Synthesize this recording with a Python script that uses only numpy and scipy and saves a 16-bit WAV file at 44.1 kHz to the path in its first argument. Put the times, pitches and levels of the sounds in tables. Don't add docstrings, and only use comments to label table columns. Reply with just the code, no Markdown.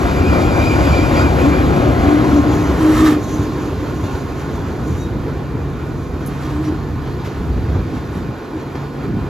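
import sys
import numpy as np
from scipy import signal
from scipy.fft import rfft, irfft, next_fast_len
from scipy.io import wavfile
from scipy.ndimage import uniform_filter1d, map_coordinates

SR = 44100
rng = np.random.default_rng(int(sys.argv[2]) if len(sys.argv) > 2 else 0)


def transcribe(signal):
    frames = np.atleast_2d(signal).T
    limited = np.clip(frames, -1, 1)
    pcm = np.round(limited * 32767).astype(np.int16)
    wavfile.write(sys.argv[1], SR, pcm)


N = 409670
FIRING_HZ = 70.16

# (time [s], level [dB])
ENGINE_LEVEL = [(0, -21.5), (1.2, -20), (2.0, -21), (2.95, -24.5), (3.25, -29.5), (4.9, -32), (5.8, -34),
                (9.29, -34)]


def amp(db):
    return 10 ** (np.asarray(db) / 20)


def unit(x):
    return x / np.sqrt(np.mean(x ** 2) + 1e-20)


def clock():
    return np.arange(N) / SR


def along(points, hz):
    f, v = np.transpose(points)
    return np.interp(np.log(hz + 1), np.log(f + 1), v)


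def curves(rows):
    s, *cols = np.transpose(rows)
    return [np.interp(clock(), s, c) for c in cols]


def wobble(rate):
    knots = rng.standard_normal(int(N * rate / SR) + 4)
    return map_coordinates(knots, [clock() * rate])


def turn(hz):
    return 2 * np.pi * np.cumsum(hz) / SR


def filtered(x, response):
    m = next_fast_len(N + SR // 2)
    return irfft(rfft(x, m) * response(np.fft.rfftfreq(m, 1 / SR)), m)[..., :N]


def coloured(x, spectrum):
    return filtered(x, lambda hz: amp(along(spectrum, hz)))


def air(alike=None):
    if alike is None:
        # (frequency [Hz], correlation [1])
        alike = [(60, .96), (160, .89), (350, .93), (650, .78), (1000, .84), (1500, .66), (2200, .7),
                 (3200, .92), (7000, .84), (9000, .96), (10500, .62), (12200, .9), (14000, .65)]

    def mid_side(hz):
        angle = np.arccos(np.clip(along(alike, hz), -1, 1)) / 2
        return np.array([np.cos(angle), np.sin(angle)])

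    mid, side = filtered(rng.standard_normal((2, N)), mid_side)
    return np.array([mid + side, mid - side])


def swell(s, length, fall=1):
    t = (clock() - s) / length
    return np.exp(-2 * np.where(t < 0, t, t / fall) ** 2)


def patchy(x, depth_db):
    z = signal.stft(x, nperseg=1024)[2]
    field = rng.standard_normal(z.shape[1:])
    field = uniform_filter1d(field, size=5, axis=0)
    field = uniform_filter1d(field, size=5, axis=1)
    return signal.istft(z * amp(depth_db * unit(field)), nperseg=1024)[1][:, :N]


def chirps(modes, life, spread_db, count):
    t = np.arange(SR // 25) / SR
    picked = rng.integers(len(modes), size=count)
    hz, width, db = np.array(modes)[picked].T[..., None]
    detune, strength = rng.standard_normal((2, count, 1))
    bell = np.sin(np.pi * np.clip(t / life, 0, 1)) ** 2
    level = np.sqrt(width) * amp(db + spread_db * strength)
    notes = level * bell * np.sin(2 * np.pi * (hz + .5 * width * detune) * t)
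    at = rng.integers(N, size=(count, 1)) + np.arange(len(t))
    return unit(np.bincount(at.ravel(), notes.ravel(), N)[:N])


def beside():
    cab_s, fade_s = 2.66, .26
    return 1 / (1 + np.exp(np.clip((clock() - cab_s) / fade_s, -30, 30)))


def firings(scatter_db):
    cycles = turn(FIRING_HZ * (1 + .015 * wobble(10))) / (2 * np.pi)
    at = np.flatnonzero(np.diff(np.floor(cycles)))
    train = np.zeros(N)
    train[at] = amp(scatter_db * rng.standard_normal(N)[at])
    return train


def machinery(train):
    # (time [s], gain [dB])
    treble_gain = [(0, -1.5), (1.0, -1), (1.8, -4), (2.6, -2), (3.4, 1.5), (5.5, -2.5), (7.5, 1.5),
                   (9.29, -2)]
    # (frequency [Hz], relative spectral level [dB])
    body_near, body_far = [(180, -38), (240, -4), (295, 9), (335, 2), (370, 2.5), (430, -3.5), (500, -3),
                           (700, -47)], [(180, -27), (255, 2), (300, 2), (335, 2), (375, 2.5), (420, 1.5),
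                                         (500, -5), (700, -49.5)]
    # (frequency [Hz], relative spectral level [dB])
    clatter_near, clatter_far = [(300, -25), (520, 0), (750, -1), (920, -5), (1200, -5), (1450, -5),
                                 (1900, -12), (3000, -19), (4300, -21.5), (5300, -26), (7200, -26.5),
                                 (9000, -32), (11000, -33), (15000, -43)], [(300, -10), (480, 0), (620, -2.5), (1050, -3), (1250, -7),
                                               (1450, -7), (2000, -14), (2900, -19.5), (4200, -20.5),
                                               (5500, -27.5), (7000, -29), (9000, -40), (11500, -36),
                                               (15000, -40)]
    # (frequency [Hz], correlation [1])
    wide_likeness = [(300, 1), (600, 0.62), (1000, 0.66), (1500, 0.99), (2150, 0.77), (2800, 0.89),
                     (4000, 1), (7000, 1), (12000, 1)]
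    treble_hz = 3020
    panel_db, panel_follows = -2.5, .83

    engine_db, treble_db = curves(ENGINE_LEVEL)[0], curves(treble_gain)[0]
    decay = np.exp(-clock()[:SR // 20] / .013)
    blows = unit(signal.fftconvolve(train, decay)[:N])
    pulsing = 1 + .1 * blows
    side, front = np.sqrt(beside()), np.sqrt(1 - beside())

    drumming = side * unit(coloured(air() * pulsing, body_near))
    drumming = drumming + front * unit(coloured(air() * pulsing, body_far))
    panels = drumming * amp(panel_db + panel_follows * engine_db + .73 * wobble(9))

    near = unit(coloured(air(wide_likeness) * pulsing, clatter_near))
    far = unit(coloured(air() * pulsing, clatter_far))
    clatter = patchy(side * near + front * far, depth_db=1.5)
    treble = filtered(clatter, lambda hz: hz ** 4 / (hz ** 4 + treble_hz ** 4))
    balanced = clatter - treble + treble * amp(treble_db)
    return panels + balanced * amp(engine_db + .8 * wobble(10))


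def exhaust(train):
    # (time [s], level [dB])
    rumble_level = [(0, -17), (1.0, -15.5), (1.95, -18.5), (2.9, -20.5), (3.25, -25), (4.0, -25),
                    (4.5, -26), (5.0, -22.5), (6.2, -26), (7.1, -23.5), (7.3, -29.5), (7.45, -19.5),
                    (7.8, -25.5), (8.1, -28), (8.3, -26), (8.42, -41.5), (8.98, -31), (9.17, -25.5)]
    # (time of peak [s], length [s], level [dB])
    boom_surges = [(1.803, 0.34, -23.5), (2.402, 0.88, -22.5), (2.99, 0.071, -19.5), (4.905, 0.056, -19.5),
                   (7.723, 0.076, -24), (7.953, 0.069, -24.5), (8.24, 0.12, -26), (9.145, .11, -21.5)]
    # (frequency [Hz], relative spectral level [dB])
    gas_spectrum, boom_spectrum = [(15, -60), (25, -39), (38, -6.5), (52, 0), (70, 5.5), (100, 2),
                                   (130, -6), (180, -5), (300, -60)], [(80, -20), (115, 2), (150, -3), (190, -2.5),
                                                    (240, -1.5), (275, -1.5), (340, -5.5), (500, -107)]
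    boom_db, boom_follows, boom_sways = -7, .46, .24

    rumble_db, engine_db = curves(rumble_level)[0], curves(ENGINE_LEVEL)[0]
    gas = unit(coloured(air(), gas_spectrum)) + .26 * unit(coloured(train, gas_spectrum))
    rumble = unit(gas * amp(.41 * wobble(19))) * amp(rumble_db)

    steady = amp(boom_db + boom_follows * engine_db + boom_sways * rumble_db + 1.4 * wobble(8))
    surges = sum(amp(db) * swell(s, length) for s, length, db in boom_surges)
    boom = unit(coloured(air([(100, .96), (250, .97)]), boom_spectrum))
    return rumble + boom * np.hypot(steady, surges)


def hum():
    # (time [s], level [dB])
    drone_level = [(0, -24), (1.9, -22.5), (2.5, -58), (3.5, -29.5), (4.4, -30.5), (6.5, -25), (8.5, -35.5),
                   (8.9, -26)]
    # (frequency [Hz], level beside the grilles [dB], level from the front [dB])
    hum_lines = [(248, -29, -45), (366, -27, -46), (555, -33.5, -55), (702, -34, -50), (1467, -41, -48.5),
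                 (1735, -47, -53)]

    near = beside()
    firing = turn(FIRING_HZ * (1 + .014 * wobble(25)))
    drone = amp(curves(drone_level)[0] + 1.6 * wobble(12)) * np.sin(2 * firing)
    throb = near * amp(-25 + 3.5 * wobble(20)) * np.sin(firing + .8 * wobble(25))
    lines = np.zeros(N)
    for hz, near_db, far_db in hum_lines:
        fading_db = 1.1 * wobble(2) + 2.4 * wobble(14)
        pitch = hz + 6 * wobble(70)
        lines += amp(near * near_db + (1 - near) * far_db + fading_db) * np.sin(turn(pitch))
    return drone + throb + lines


def whine():
    # (time [s], level [dB])
    whine_level = [(0, -41), (.25, -36), (.33, -33), (.42, -38), (.48, -34.5), (.6, -31.5), (.67, -28),
                   (.78, -31), (.83, -31.5), (.9, -29), (1.04, -29.5), (1.12, -37), (1.18, -28.5),
                   (1.27, -33.5), (1.35, -42), (1.44, -33), (1.49, -46), (1.55, -33), (1.61, -42),
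                   (2.5, -50), (3.4, -53), (6.5, -55), (9.29, -54)]
    kick_hz, first_kick_s, kick_depth = 5.27, .1, .04
    rise_s, fall_s = .028, .02

    since = (clock() - first_kick_s) % (1 / kick_hz)
    until = 1 / kick_hz - since
    kick = np.exp(-(since / fall_s) ** 2) + np.exp(-(until / rise_s) ** 2)
    phase = turn(2384 * (1 + kick_depth * kick + .005 * wobble(35) + .018 * wobble(500)))
    tone = np.zeros(N)
    for partial, db in [(1, 0), (2, -12), (3, -18)]:
        glint = unit(amp(2.4 * wobble(40) + 2.4 * wobble(140)))
        tone += amp(db) * glint * np.sin(partial * phase)
    direct = unit(tone) * amp(curves(whine_level)[0])
    reflection = .45 * np.pad(direct, (round(.012 * SR), 0))[:N]
    return np.array([direct + reflection, direct - reflection])


def gear():
    # (time [s], level [dB])
    gear_level = [(0, -37), (.9, -31), (1.55, -41), (2.4, -29), (2.95, -38.5), (3.4, -33.5), (3.8, -44),
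                  (4.15, -38), (4.9, -51), (6.2, -44), (6.85, -42), (7.5, -53), (8.1, -45), (9.29, -46)]
    pitch = 1066.5 + 2.5 * wobble(12)
    flutter_db = 1.1 * wobble(15)
    return amp(curves(gear_level)[0] + flutter_db) * np.sin(turn(pitch))


def groans():
    # (time [s], pitch [Hz], level [dB])
    groan_bouts = [
        [(1.39, 286, -32), (1.44, 283, -11), (1.52, 286, -15), (1.56, 290, -32)],
        [(1.82, 296, -31), (1.86, 292, -8.5), (1.9, 298, -28)],
        [(2.0, 292, -26.5), (2.06, 286, -9), (2.1, 292, -12), (2.135, 298, -5), (2.18, 305, -12),
         (2.27, 311, -12), (2.305, 306, -25)],
        [(2.3, 296, -19.5), (2.322, 293, -8), (2.41, 294, -6), (2.458, 296, -16.5), (2.49, 298, -6),
         (2.53, 294, -12), (2.58, 292, -28)],
        [(2.775, 310, -24.5), (2.81, 314, -11), (2.855, 313, -6.5), (2.935, 310, -9.5), (2.968, 307, -15),
         (3.0, 311, -8.5), (3.06, 311, -7.5), (3.11, 305, -8), (3.16, 301, -9), (3.22, 304, -21.5),
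         (3.5, 300, -23.5), (3.75, 294, -26.5), (4.1, 298, -27)],
        [(6.41, 298, -30), (6.47, 297, -19.5), (6.5, 295, -26), (6.56, 303, -20), (6.61, 307, -16.5),
         (6.635, 308, -28), (6.685, 308, -15.5), (6.73, 308, -17.5), (6.77, 306, -34)],
        [(7.9, 310, -32), (7.95, 305, -21.5), (8.02, 300, -36)],
        [(8.52, 310, -30), (8.57, 310, -17), (8.6, 308, -40)],
    ]
    edge_s = .018
    grip_db, slip_range_db, slip_jitter = -16, 9, .04
    shake_depth, rough_db = .28, 1.3

    out = np.zeros(N)
    for bout in groan_bouts:
        hz, db = curves(bout)
        gate = np.clip(np.minimum(clock() - bout[0][0], bout[-1][0] - clock()) / edge_s, 0, 1)
        loose = np.clip((grip_db - db) / slip_range_db, 0, 1)
        phase = turn(hz * (1 + .016 * wobble(130) + slip_jitter * loose * wobble(60)))
        out += gate * amp(db) * (np.sin(phase) + amp(-27) * np.sin(2 * phase))
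    shake = np.sin(turn(FIRING_HZ * (1 + .08 * wobble(30))))
    out *= (1 + shake_depth * shake) * amp(rough_db * wobble(70))
    tail = rng.standard_normal(SR // 2) * amp(-60 * clock()[:SR // 2] / .7)
    return out + .15 * signal.fftconvolve(out, tail / np.linalg.norm(tail))[:N]


def scrape():
    # (time of hardest bite [s], build-up [s], wheel ring level [dB], grit level [dB])
    block_bites = [(2.33, .07, -37, -34), (2.885, 0.14, -25.5, -33), (3.0, 0.078, -23.5, -29.5),
                   (3.07, 0.057, -28, -28.5), (3.115, 0.084, -25.5, -29.5), (4.41, .06, -50, -39),
                   (6.49, 0.29, -41.5, -39), (6.65, 0.031, -43, -41), (6.685, 0.043, -40, -38.5),
                   (7.262, 0.03, -48, -38), (7.32, 0.085, -55, -42.5), (7.56, 0.27, -62, -54),
                   (7.96, 0.11, -51, -43), (8.18, 0.093, -45, -49)]
    # (frequency [Hz], width [Hz], relative level [dB])
    wheel_modes = [(980, 100, 0), (1170, 80, 6), (1290, 80, 2), (1530, 90, -1.5), (1790, 110, 0),
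                   (2130, 120, -5.5), (3110, 220, -13), (3840, 300, -13), (5700, 400, -16),
                   (7000, 350, -17), (7820, 300, -13), (9650, 400, -14.5), (10450, 400, -20),
                   (12400, 350, -18.5), (14000, 500, -24)]
    grit_spectrum = [(500, -18), (1000, 6), (2200, -1.5), (4200, -8.5), (6000, -10.5), (15000, -30.5)]
    let_go = .56
    drag_db = -49
    squeal_db, scatter_db = -4.5, 1.4

    def wheel(f):
        total = 0
        for k, (centre, width, db) in enumerate(wheel_modes):
            resonance = 1j * f * width / (centre * centre - f * f + 1j * f * width)
            total = total + (-1) ** k * amp(db) * resonance
        return total

    grain = amp(scatter_db * wobble(400))
    squeals = chirps(wheel_modes, life=.028, spread_db=2.5, count=3500)
    ring = unit(unit(filtered(air() * grain, wheel)) + amp(squeal_db) * squeals)
    grit = unit(coloured(air() * grain, grit_spectrum))
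    bites = np.zeros((2, N))
    for s, build, ring_db, grit_db in block_bites:
        bites += swell(s, build, let_go) * (amp(ring_db) * ring + amp(grit_db) * grit)
    drag = amp(drag_db) * (1 - beside()) * ring
    return (bites + drag) * amp(1.6 * wobble(22))


def flanges():
    # (time [s], level [dB])
    rolling_level = [(0, -79), (2.5, -67), (3.4, -51.5), (4.4, -52.5), (5.3, -60.5), (6.3, -58), (7.6, -76),
                     (9.29, -77)]
    # (time of peak [s], length [s], level [dB])
    rail_brushes = [(2.35, .1, -43), (2.536, 0.051, -41), (2.65, 0.11, -42), (3.31, 0.14, -43),
                    (3.433, .04, -50), (3.632, 0.05, -52), (4.093, 0.16, -50.5), (4.413, .06, -51),
                    (4.55, 0.07, -56), (4.703, 0.063, -55), (4.907, .06, -48), (5.01, 0.07, -48),
                    (6.03, .1, -62)]
    # (frequency [Hz], width [Hz], relative level [dB])
    flange_modes = [(3850, 120, -4), (5850, 250, -3), (6150, 250, 0), (6450, 250, -5), (6850, 250, -1),
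                    (11850, 500, -13)]
    # (frequency [Hz], relative spectral level [dB])
    hiss_spectrum = [(1500, -25), (3000, -10), (4200, -7), (5300, -9), (6050, 1), (6450, -3), (6850, 1),
                     (7800, -7), (8700, -9), (9600, -4.5), (10800, -13), (11900, -12), (15000, -21)]

    hiss = unit(coloured(air(), hiss_spectrum))
    swish = unit(hiss + .9 * chirps(flange_modes, life=.022, spread_db=2.8, count=3500))
    brushing = sum(amp(db) * swell(s, length) for s, length, db in rail_brushes)
    flutter = amp(1.3 * wobble(50))
    return (hiss * amp(curves(rolling_level)[0]) + swish * brushing) * flutter


def squeaks():
    # (time of peak [s], length [s], pitch [Hz], level [dB])
    squeak_notes = [(2.66, .04, 6100, -44), (3.29, .1, 3850, -48), (3.34, .04, 6150, -44),
                    (3.41, .06, 375, -26), (5.035, .06, 3810, -41.5), (5.03, .05, 5780, -51),
                    (6.52, .16, 935, -40), (6.67, .03, 5700, -47), (8.86, .03, 4400, -51)]
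    waver = 1 + .007 * wobble(660)
    return sum(amp(db) * swell(s, length) * np.sin(turn(hz * waver)) for s, length, hz, db in squeak_notes)


def thuds():
    # (time [s], pitch [Hz], level [dB])
    jolts = [(3.39, 98, -8), (4.034, 95, -11), (4.911, 86.5, -14), (5.549, 116, -10), (5.909, 119, -17),
             (6.096, 75.4, -13.5), (7.4, 62, -11.5), (7.498, 58, -9.5), (7.569, 72, -8), (7.69, 71, -9),
             (7.749, 92, -4.5), (7.789, 62, -7), (8.152, 183, -13.5), (8.288, 128, -15.5), (8.559, 83, -19),
             (9.148, 100, -15.5)]
    out, t = np.zeros(N + SR), np.arange(SR // 4) / SR
    band = signal.butter(2, [60, 330], "band", fs=SR, output="sos")
    onset = 1 - np.exp(-t / .0039)
    for s, hz, db in jolts:
        push = np.sin(2 * np.pi * hz * t)
        puff = unit(signal.sosfilt(band, rng.standard_normal(len(t))))
        decay = amp(db - 60 * t / .15)
        out[round(s * SR):][:len(t)] += decay * onset * (push + .33 * puff)
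    return out[:N]


def ticks():
    # (time [s], level [dB])
    snaps = [(6.262, -32), (6.272, -32)]
    # (frequency [Hz], relative level [dB], time to fall 60 dB [s])
    steel_modes = [(6400, -12, .04), (9960, 0, .13), (10120, -4, .08), (11300, -10, .05), (12900, -14, .05),
                   (14200, -15, .05)]
    out, t = np.zeros(N + SR), np.arange(SR // 4) / SR
    for s, db in snaps:
        ring = sum(amp(level - 60 * t / t60) * np.sin(2 * np.pi * hz * t) for hz, level, t60 in steel_modes)
        crack = .4 * amp(-60 * t / .09) * np.diff(rng.standard_normal(len(t) + 1))
        out[round(s * SR):][:len(t)] += amp(db) * (ring + crack)
    return out[:N]


def scene():
    # (frequency [Hz], level difference [dB])
    close_balance, front_balance = [(60, -1), (200, 2.5), (650, 5.5), (1300, .5), (4400, -1), (12000, -0.5)], [(480, -0.5), (720, -4.5), (1000, 0), (1300, -4.5),
                                                   (1700, -1.5), (2100, 0), (3000, 0.3), (12000, -2)]
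    # (frequency [Hz], phase [rad])
    close_lead, front_lead = [(100, 0.15), (300, 0.36), (550, 0.58), (1100, 1.17), (1380, 1.24),
                              (1900, 1.48), (2200, 0.49), (3000, -.1), (6000, -0.13)], [(150, -0.038), (350, -0.15), (570, 0.0021),
                                                  (760, -0.0086), (1280, -.5), (1500, 0.46), (1800, -0.027),
                                                  (2100, 0.042), (2600, -0.059)]

    train = firings(scatter_db=9.5)
    loco = machinery(train) + exhaust(train) + hum() + whine() + gear()
    loco = loco + groans() + scrape() + flanges() + squeaks() + thuds() + ticks()
    sides = np.array([[.5], [-.5]])

    def placed(balance, lead):
        def response(hz):
            return amp(sides * along(balance, hz)) * np.exp(1j * sides * along(lead, hz))
        return filtered(loco, response)

    return beside() * placed(close_balance, close_lead) + (1 - beside()) * placed(front_balance, front_lead)


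def record(dry):
    # (frequency [Hz], phase [rad])
    port_lead = [(100, .12), (1100, .25), (1600, .7), (3100, -.3), (5600, -.8), (6800, -.4), (7400, 1.8),
                 (8400, 3), (9500, 3.3), (11500, 6), (13000, 6.4), (15000, 9.3)]
    top_hz, low_cut_hz = 14700, 22
    sides = np.array([[.5], [-.5]])
    ports = filtered(dry, lambda hz: np.exp(1j * sides * along(port_lead, hz)))
    rounded = ports / (1 + np.abs(ports / .95) ** 8) ** (1 / 8)
    return filtered(rounded, lambda hz: (hz < top_hz) * hz ** 4 / (hz ** 4 + low_cut_hz ** 4))


dry = scene()
out = record(dry)
transcribe(out)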